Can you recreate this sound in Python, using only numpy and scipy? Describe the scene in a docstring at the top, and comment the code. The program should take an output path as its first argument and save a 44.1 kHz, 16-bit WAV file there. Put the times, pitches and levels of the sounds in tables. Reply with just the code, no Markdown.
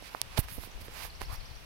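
"""A walk with a phone in the hand

Steps on a paved park path thud, scuff and crack, and the grip rubs, ticks and bumps the case close to the right
microphone: friction is shaped noise, blows are short decaying oscillations. Light wind, noise under a gust curve,
buffets mostly the left one. A small bird calls and trills in gliding sines over the hush of the trees,
which is steady coloured noise."""
import sys
import numpy as np
from scipy import signal
from scipy.fft import rfft, irfft
from scipy.io import wavfile

SR = 44100
rng = np.random.default_rng(int(sys.argv[2]) if len(sys.argv) > 2 else 0)


def log_audio(samples):
    """Write samples as a 16-bit WAV file to the path given in sys.argv[1]."""
    # one column per channel
    frames = np.atleast_2d(samples).T
    # limit to full scale, then quantise
    limited = np.clip(frames, -1, 1)
    pcm = np.round(limited * 32767).astype(np.int16)
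    wavfile.write(sys.argv[1], SR, pcm)


N = 72765
T = np.arange(N) / SR  # seconds

# Spectra of the hush of the trees at each microphone. Each row: frequency in Hz, relative density in dB per Hz.
TREES_LEFT_SPECTRUM = [(60, 7), (200, -4), (500, 2), (1000, -0.5), (2000, -3.5), (4000, -3.5), (5800, -7),
                       (7200, -13.5), (11000, -12.5), (16000, -23)]
TREES_RIGHT_SPECTRUM = [(60, 8.5), (200, 0.5), (400, -1), (900, 1.5), (1600, -2), (2600, 1), (4000, -6.5),
                        (5800, -8.5), (6800, -21), (8500, -15.5), (12000, -13.5), (16000, -19.5)]
TREES_LEFT_DB, TREES_RIGHT_DB = -53, -50.5  # rms
SWAY_DB, SWAY_HZ = .3, 1.5  # rms depth, and the frequency above which the sway falls off

# Spectrum of the wind rumble. Each row: frequency in Hz, relative density in dB per Hz.
WIND_SPECTRUM = [(15, -5), (30, 2.5), (55, -1.5), (90, -9), (140, -14.5), (250, -35.5), (600, -79)]
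# Strength of the wind at the left port. Each row: time in seconds, rms level in dB.
GUST_LEVEL = [(0, -59), (.19, -55), (.25, -43), (.40, -48.5), (.56, -43.5), (.69, -59), (.78, -43),
              (.87, -52), (1.07, -47), (1.18, -45), (1.32, -42), (1.43, -41.5), (1.52, -44.5),
              (1.65, -46.5)]
# Puffs of wind on the left port. Each row: start in seconds, peak level in dB, frequency in Hz.
PUFFS = [(.444, -34.5, 52), (0.519, -36.5, 119), (.745, -34, 32), (1.040, -35.5, 54), (1.295, -33.5, 55.6),
         (1.324, -31.5, 77), (1.508, -33.5, 78)]
PUFF_CYCLES, WIND_RIGHT_DB = .232, -13.5  # decay in cycles; gusts on the right relative to the left

# Spectrum of the moving hand's rumble. Each row: frequency in Hz, relative density in dB per Hz.
HAND_SPECTRUM = [(20, 3.5), (70, 1.5), (140, -8), (250, -13.5), (500, -18)]
# Strength of that rumble on the right. Each row: time in seconds, rms level in dB.
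HAND_LEVEL = [(0, -49.5), (.25, -73), (.32, -58), (.5, -59), (.64, -44), (.72, -53.5), (.82, -45),
              (1.0, -51.5), (1.3, -51.5), (1.65, -67)]
# Thuds of steps and of the grip. Each row: start in seconds, peak level on the right in dB, frequency in Hz.
THUDS = [(0.387, -13, 89.6), (0.396, -29.5, 30.7), (0.582, -27, 54), (1.222, -31.5, 38.4)]
THUD_CYCLES, THUD_LEFT_DB = .19, -17.5  # decay in cycles; left relative to right

# Ticks of the case and of grit, as heard on the right. Each row: start in seconds, knock peak in dB,
# knock frequency in Hz, knock decay in cycles, snap peak in dB.
TICKS = [(0.0245, -30.5, 543, 0.18, -35.5), (0.1486, -16, 980, 0.25, -37), (0.216, -27.5, 860, 0.31, -4.5),
         (0.3759, -24, 3600, 1.2, -21), (0.3787, -23.5, 2900, 0.62, -14.5), (.3811, -26, 4400, 0.75, -23),
         (0.382, -22.5, 3580, 0.69, -20), (0.3895, -19.5, 275, 0.21, -50), (0.4852, -29, 1590, 0.29, -31.5),
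         (0.5807, -27.5, 189, 0.097, -44), (0.5854, -29.5, 490, 0.17, -38), (0.6367, -29, 1030, 0.21, -45),
         (0.6739, -34, 307, 0.13, -55), (0.8821, -28.5, 1700, 0.17, -46), (.8835, -32, 380, .22, -50),
         (1.0517, -26.5, 1040, 0.2, -37), (1.2112, -30.5, 1720, 0.89, -50), (1.217, -27, 1490, 0.2, -24.5)]
# Spectrum of the snap. Each row: frequency in Hz, relative level in dB.
SNAP_SPECTRUM = [(300, -39), (1500, -7), (2800, -5), (4200, 2), (6000, 0.5), (7600, -8), (10500, 2.5),
                 (13000, -7.5), (16000, -18)]
KNOCK_SWELL, TICK_LEFT_DB = 1.55, -22.5  # exponent of the onset; left relative to right

# Strokes of scuffing and rubbing, as heard on the right. Each row: peak time in seconds, rise in seconds,
# fall in seconds, body level in dB, scrape level in dB, hiss level in dB, grit as a share from 0 to 1.
SCUFFS = [(.068, 0.028, 0.021, -61, -46, -56, 0.2), (.145, 0.032, 0.033, -49, -57, -57, 0.14),
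          (.328, 0.014, 0.064, -49.5, -50.5, -65, 0.54), (.380, 0.0064, 0.0021, -33, -28, -40, 0.66),
          (.395, 0.0092, 0.0085, -38, -38, -26.5, 0.04), (.440, 0.01, 0.01, -52.5, -50.5, -49, 0.37),
          (0.497, 0.013, 0.023, -57, -46.5, -51, 0.03), (.535, 0.026, 0.032, -59, -54.5, -42.5, .2),
          (.642, 0.031, 0.019, -72, -47.5, -46, 0.1), (.815, 0.0084, .011, -56, -49, -48.5, 0.03),
          (.852, 0.0089, .016, -53, -52, -51.5, 0.03), (1.0, 0.052, 0.041, -45.5, -42.5, -49, 0.33),
          (1.042, .025, 0.023, -46, -42.5, -43, 0.14), (1.218, 0.009, 0.018, -46.5, -43, -49.5, 0.47),
          (1.300, 0.013, 0.022, -48, -55, -69, 0.5), (1.344, 0.026, 0.013, -50, -46.5, -47, 0.3)]
# Spectra of the three voices of the friction. Each row: frequency in Hz, relative density in dB per Hz.
BODY_SPECTRUM = [(150, -5), (350, -11.5), (650, -4.5), (1030, 0), (1450, -7), (2500, -12)]
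SCRAPE_SPECTRUM = [(700, -32), (1400, -4), (2300, 0), (3300, -5), (4800, -4), (7200, -13.5), (10000, -12),
                   (16000, -50)]
HISS_SPECTRUM = [(4000, -16.5), (7500, -15.5), (9500, -5), (11500, 0), (13500, -1.5), (16000, -9)]
GRAINS_PER_S, GRAIN_SPREAD_DB, SCUFF_LEFT_DB = 2500, 5, -21.5  # mean slip rate; spread; left relative to right

# Heel contacts, as heard on the right. Each row: start in seconds, sole level in dB, crack level in dB.
HEELS = [(.3768, -24.5, -41), (.3815, -20.5, -30.5), (1.212, -52, -33.5), (1.2170, -39, -29.5)]
# Modes of the sole and of the crack. Each row: frequency in Hz, relative level in dB, t60 in seconds.
SOLE_MODES = [(700, 1.5, .015), (850, -5, 0.019)]
CRACK_MODES = [(423, -5.5, 0.015), (1020, 5.5, 0.0097), (1660, -10, 0.0083), (2270, -6.5, 0.0093)]
HEEL_LEFT_DB = -23  # relative to right

# High notes before the trill. Each row: start in seconds, length in seconds, nominal start frequency in Hz,
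# nominal end frequency in Hz, level in dB.
CALL_NOTES = [(.702, .011, 5600, 7400, -60), (.710, .011, 7400, 5600, -58), (.724, .024, 7600, 5850, -59.5),
              (.886, .012, 8200, 7400, -60), (.931, .011, 7900, 7500, -55), (.943, .011, 7000, 6200, -59)]
# The two notes of each syllable. Each row: delay in seconds, length in seconds, nominal start frequency in Hz,
# nominal end frequency in Hz.
SYLLABLE = [(0, .019, 4850, 4000), (.0485, .022, 4200, 5770)]
# Strength of each trill syllable. Each row: falling note in dB, rising note in dB.
TRILL_LEVELS = [(-49, -48.5), (-48.5, -47.5), (-49, -48), (-48, -46.5), (-51.5, -48.5)]
TRILL_START_S, TRILL_PERIOD_S = 1.0935, .1012
GLIDE_SHARE, NOTE_SKEW = .75, 1.3  # share of the note spent gliding; exponent that delays its maximum
FLUTTER_DB, FLUTTER_HZ = 2.5, 220  # spread of the random levels; new levels per second
BIRD_RIGHT_DB = -8  # direct song, relative to left
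BIRD_ECHO_DB, BIRD_ECHO_S = -4, .12  # echo gain; time for its amplitude to fall to 1/e

# One pitched rub, as heard on the right. The row: start in seconds, length in seconds, start frequency in Hz,
# end frequency in Hz, width in Hz, level in dB.
RUB = (1.287, .074, 830, 1130, 340, -44)

TOP_HZ = 15950  # upper edge of the pass band


def undb(db):
    """Logarithmic level: decibels become an amplitude gain."""
    return 10 ** (np.asarray(db) / 20)


def gains(points):
    """Spectral envelope: gain per bin from (Hz, dB) points, falling 10 dB per octave beyond its ends."""
    hz, db = np.array(points, float).T
    octave = np.log2(np.maximum(np.arange(N // 2 + 1) * SR / N, 1))
    beyond = np.abs(octave - np.clip(octave, np.log2(hz[0]), np.log2(hz[-1])))
    return undb(np.interp(octave, np.log2(hz), db) - 10 * beyond)


def shaped(x, points):
    """Linear filtering: the spectrum is multiplied by an envelope and the result brought to rms 1."""
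    y = irfft(rfft(x - x.mean()) * gains(points), N)
    return y / y.std()


def noise(points):
    """Coloured noise: white Gaussian noise filtered to rms 1."""
    return shaped(rng.standard_normal(N), points)


def knock(start, hz, cycles, swell=2):
    """Heavily damped oscillation: a soft blow swells as a power of time and decays exponentially; peak 1."""
    u = np.maximum(T - start, 0) * hz  # time in cycles
    y = -u ** swell * np.exp(-u / cycles) * np.sin(2 * np.pi * u)
    return y / np.abs(y).max()


def trees():
    """Incoherent superposition: distant leaves sum to independent noise per ear, swaying a little in level."""
    sway = undb(SWAY_DB * noise([(SWAY_HZ, 0), (10 * SWAY_HZ, -60)]))
    left = undb(TREES_LEFT_DB) * noise(TREES_LEFT_SPECTRUM)
    right = undb(TREES_RIGHT_DB) * noise(TREES_RIGHT_SPECTRUM)
    return sway * np.array([left, right])


def wind():
    """Local turbulence: gusts rumble on each port separately, and single puffs hit the left one."""
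    gust = undb(np.interp(T, *np.array(GUST_LEVEL).T))
    puffs = sum(undb(db) * knock(start, hz, PUFF_CYCLES) for start, db, hz in PUFFS)
    left = gust * noise(WIND_SPECTRUM) + puffs
    right = gust * undb(WIND_RIGHT_DB) * noise(WIND_SPECTRUM)
    return np.array([left, right])


def thuds():
    """Structure-borne sound: low jolts and rumble reach the phone through the hand."""
    jolts = sum(undb(db) * knock(start, hz, THUD_CYCLES) for start, db, hz in THUDS)
    rumble = undb(np.interp(T, *np.array(HAND_LEVEL).T)) * noise(HAND_SPECTRUM)
    return (jolts + rumble) * undb([[THUD_LEFT_DB], [0]])


def snap_response():
    """Minimum phase: folding the cepstrum packs the snap's energy at its onset; peak 1."""
    cepstrum = irfft(np.log(gains(SNAP_SPECTRUM)), N)
    causal = 2 * cepstrum * (np.arange(N) < N // 2)
    snap = irfft(np.exp(rfft(causal)), N)[:512]
    return snap / np.abs(snap).max()


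def ticks():
    """Impact excitation: each tick is a damped knock with a broadband snap on top."""
    hits, knocks = np.zeros(N), 0
    for start, knock_db, hz, cycles, snap_db in TICKS:
        hits[int(start * SR)] += undb(snap_db)
        knocks = knocks + undb(knock_db) * knock(start, hz, cycles, swell=KNOCK_SWELL)
    snaps = np.convolve(hits, snap_response())[:N]
    return (knocks + snaps) * undb([[TICK_LEFT_DB], [0]])


def friction(points, column):
    """Stick-slip: smooth sliding mixes with tiny random slips, swelling and fading with each stroke."""
    occurs = rng.random(N) < GRAINS_PER_S / SR
    signs = rng.choice([-1, 1], N)
    strengths = undb(GRAIN_SPREAD_DB * np.clip(rng.standard_normal(N), -2, 2))
    grains, slide = shaped(occurs * signs * strengths, points), noise(points)
    rough = smooth = 0
    for peak, rise, fall, *dbs, grit in SCUFFS:
        distance = np.abs((T - peak) / np.where(T < peak, rise, fall))
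        power = undb(dbs[column]) ** 2 * np.exp(-distance ** 1.95)
        share = np.clip(grit, 0, 1)
        rough = rough + share * power
        smooth = smooth + (1 - share) * power
    return np.sqrt(rough) * grains + np.sqrt(smooth) * slide


def scuffs():
    """Diffuse field: friction is close on the right, faint and independent in waveform on the left."""
    voices = (BODY_SPECTRUM, SCRAPE_SPECTRUM, HISS_SPECTRUM)
    left, right = (sum(friction(voice, k) for k, voice in enumerate(voices)) for _ in range(2))
    return np.array([undb(SCUFF_LEFT_DB) * left, right])


def ring(start, modes):
    """Modal superposition: a struck body sounds as a sum of exponentially decaying sines."""
    u = np.maximum(T - start, 0)
    return -sum(undb(db - 60 * u / t60) * np.sin(2 * np.pi * hz * u) for hz, db, t60 in modes)


def heels():
    """Modal impact: heel edge, then flat, each rings the hollow sole and cracks on the paving."""
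    blows = 0
    for start, sole_db, crack_db in HEELS:
        blows = blows + undb(sole_db) * ring(start, SOLE_MODES)
        blows = blows + undb(crack_db) * ring(start, CRACK_MODES)
    return blows * undb([[HEEL_LEFT_DB], [0]])


def note(start, length, from_hz, to_hz, db):
    """Frequency modulation: a whistle glides in pitch, peaks past its middle and flutters in level."""
    u = np.clip((T - start) / length, 0, 1)
    slide = np.sin(np.pi * np.clip((u - .5) / GLIDE_SHARE, -.5, .5))
    detune = 1 + .012 * rng.standard_normal()  # one random factor for the whole note
    hz = (from_hz + (to_hz - from_hz) * (1 + slide) / 2) * detune
    flutter = np.interp(T * FLUTTER_HZ, np.arange(N), rng.standard_normal(N))
    envelope = undb(db + FLUTTER_DB * flutter) * np.sin(np.pi * u ** NOTE_SKEW)
    return envelope * np.sin(2 * np.pi * np.cumsum(hz) / SR)


def bird():
    """Direct and scattered sound: high notes, then an even down-up trill, convolved with tails from the trees."""
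    song = sum(note(*row) for row in CALL_NOTES)
    for k, levels in enumerate(TRILL_LEVELS):
        for (delay, *glide), db in zip(SYLLABLE, levels):
            song = song + note(TRILL_START_S + k * TRILL_PERIOD_S + delay, *glide, db)
    tails = rng.standard_normal((2, N)) * np.exp(-T / BIRD_ECHO_S)
    # each tail has unit energy
    echo = np.array([signal.fftconvolve(song, tail / np.linalg.norm(tail))[:N] for tail in tails])
    return song * undb([[0], [BIRD_RIGHT_DB]]) + undb(BIRD_ECHO_DB) * echo


def rub():
    """Rising resonance: narrow noise on a sliding carrier follows a contact that tightens."""
    start, length, from_hz, to_hz, width_hz, db = RUB
    u = np.clip((T - start) / length, 0, 1)
    phase = 2 * np.pi * np.cumsum(from_hz + (to_hz - from_hz) * u) / SR
    in_phase, quadrature = (noise([(width_hz / 2, 0), (2 * width_hz, -24)]) for _ in range(2))
    band = in_phase * np.cos(phase) + quadrature * np.sin(phase)
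    envelope = undb(db) * np.sqrt(np.abs(np.sin(np.pi * u)))
    return envelope * band * undb([[SCUFF_LEFT_DB], [0]])


def scene():
    """Linear superposition: the pressures of all sources on the path add."""
    return trees() + wind() + thuds() + ticks() + scuffs() + heels() + bird() + rub()


def record(dry):
    """Band limiting: the phone cuts the top with a steep elliptic low-pass."""
    low_pass = signal.ellip(10, .2, 80, TOP_HZ, fs=SR, output="sos")  # ripple and stop band in dB
    return signal.sosfilt(low_pass, dry)


dry = scene()
out = record(dry)
log_audio(out)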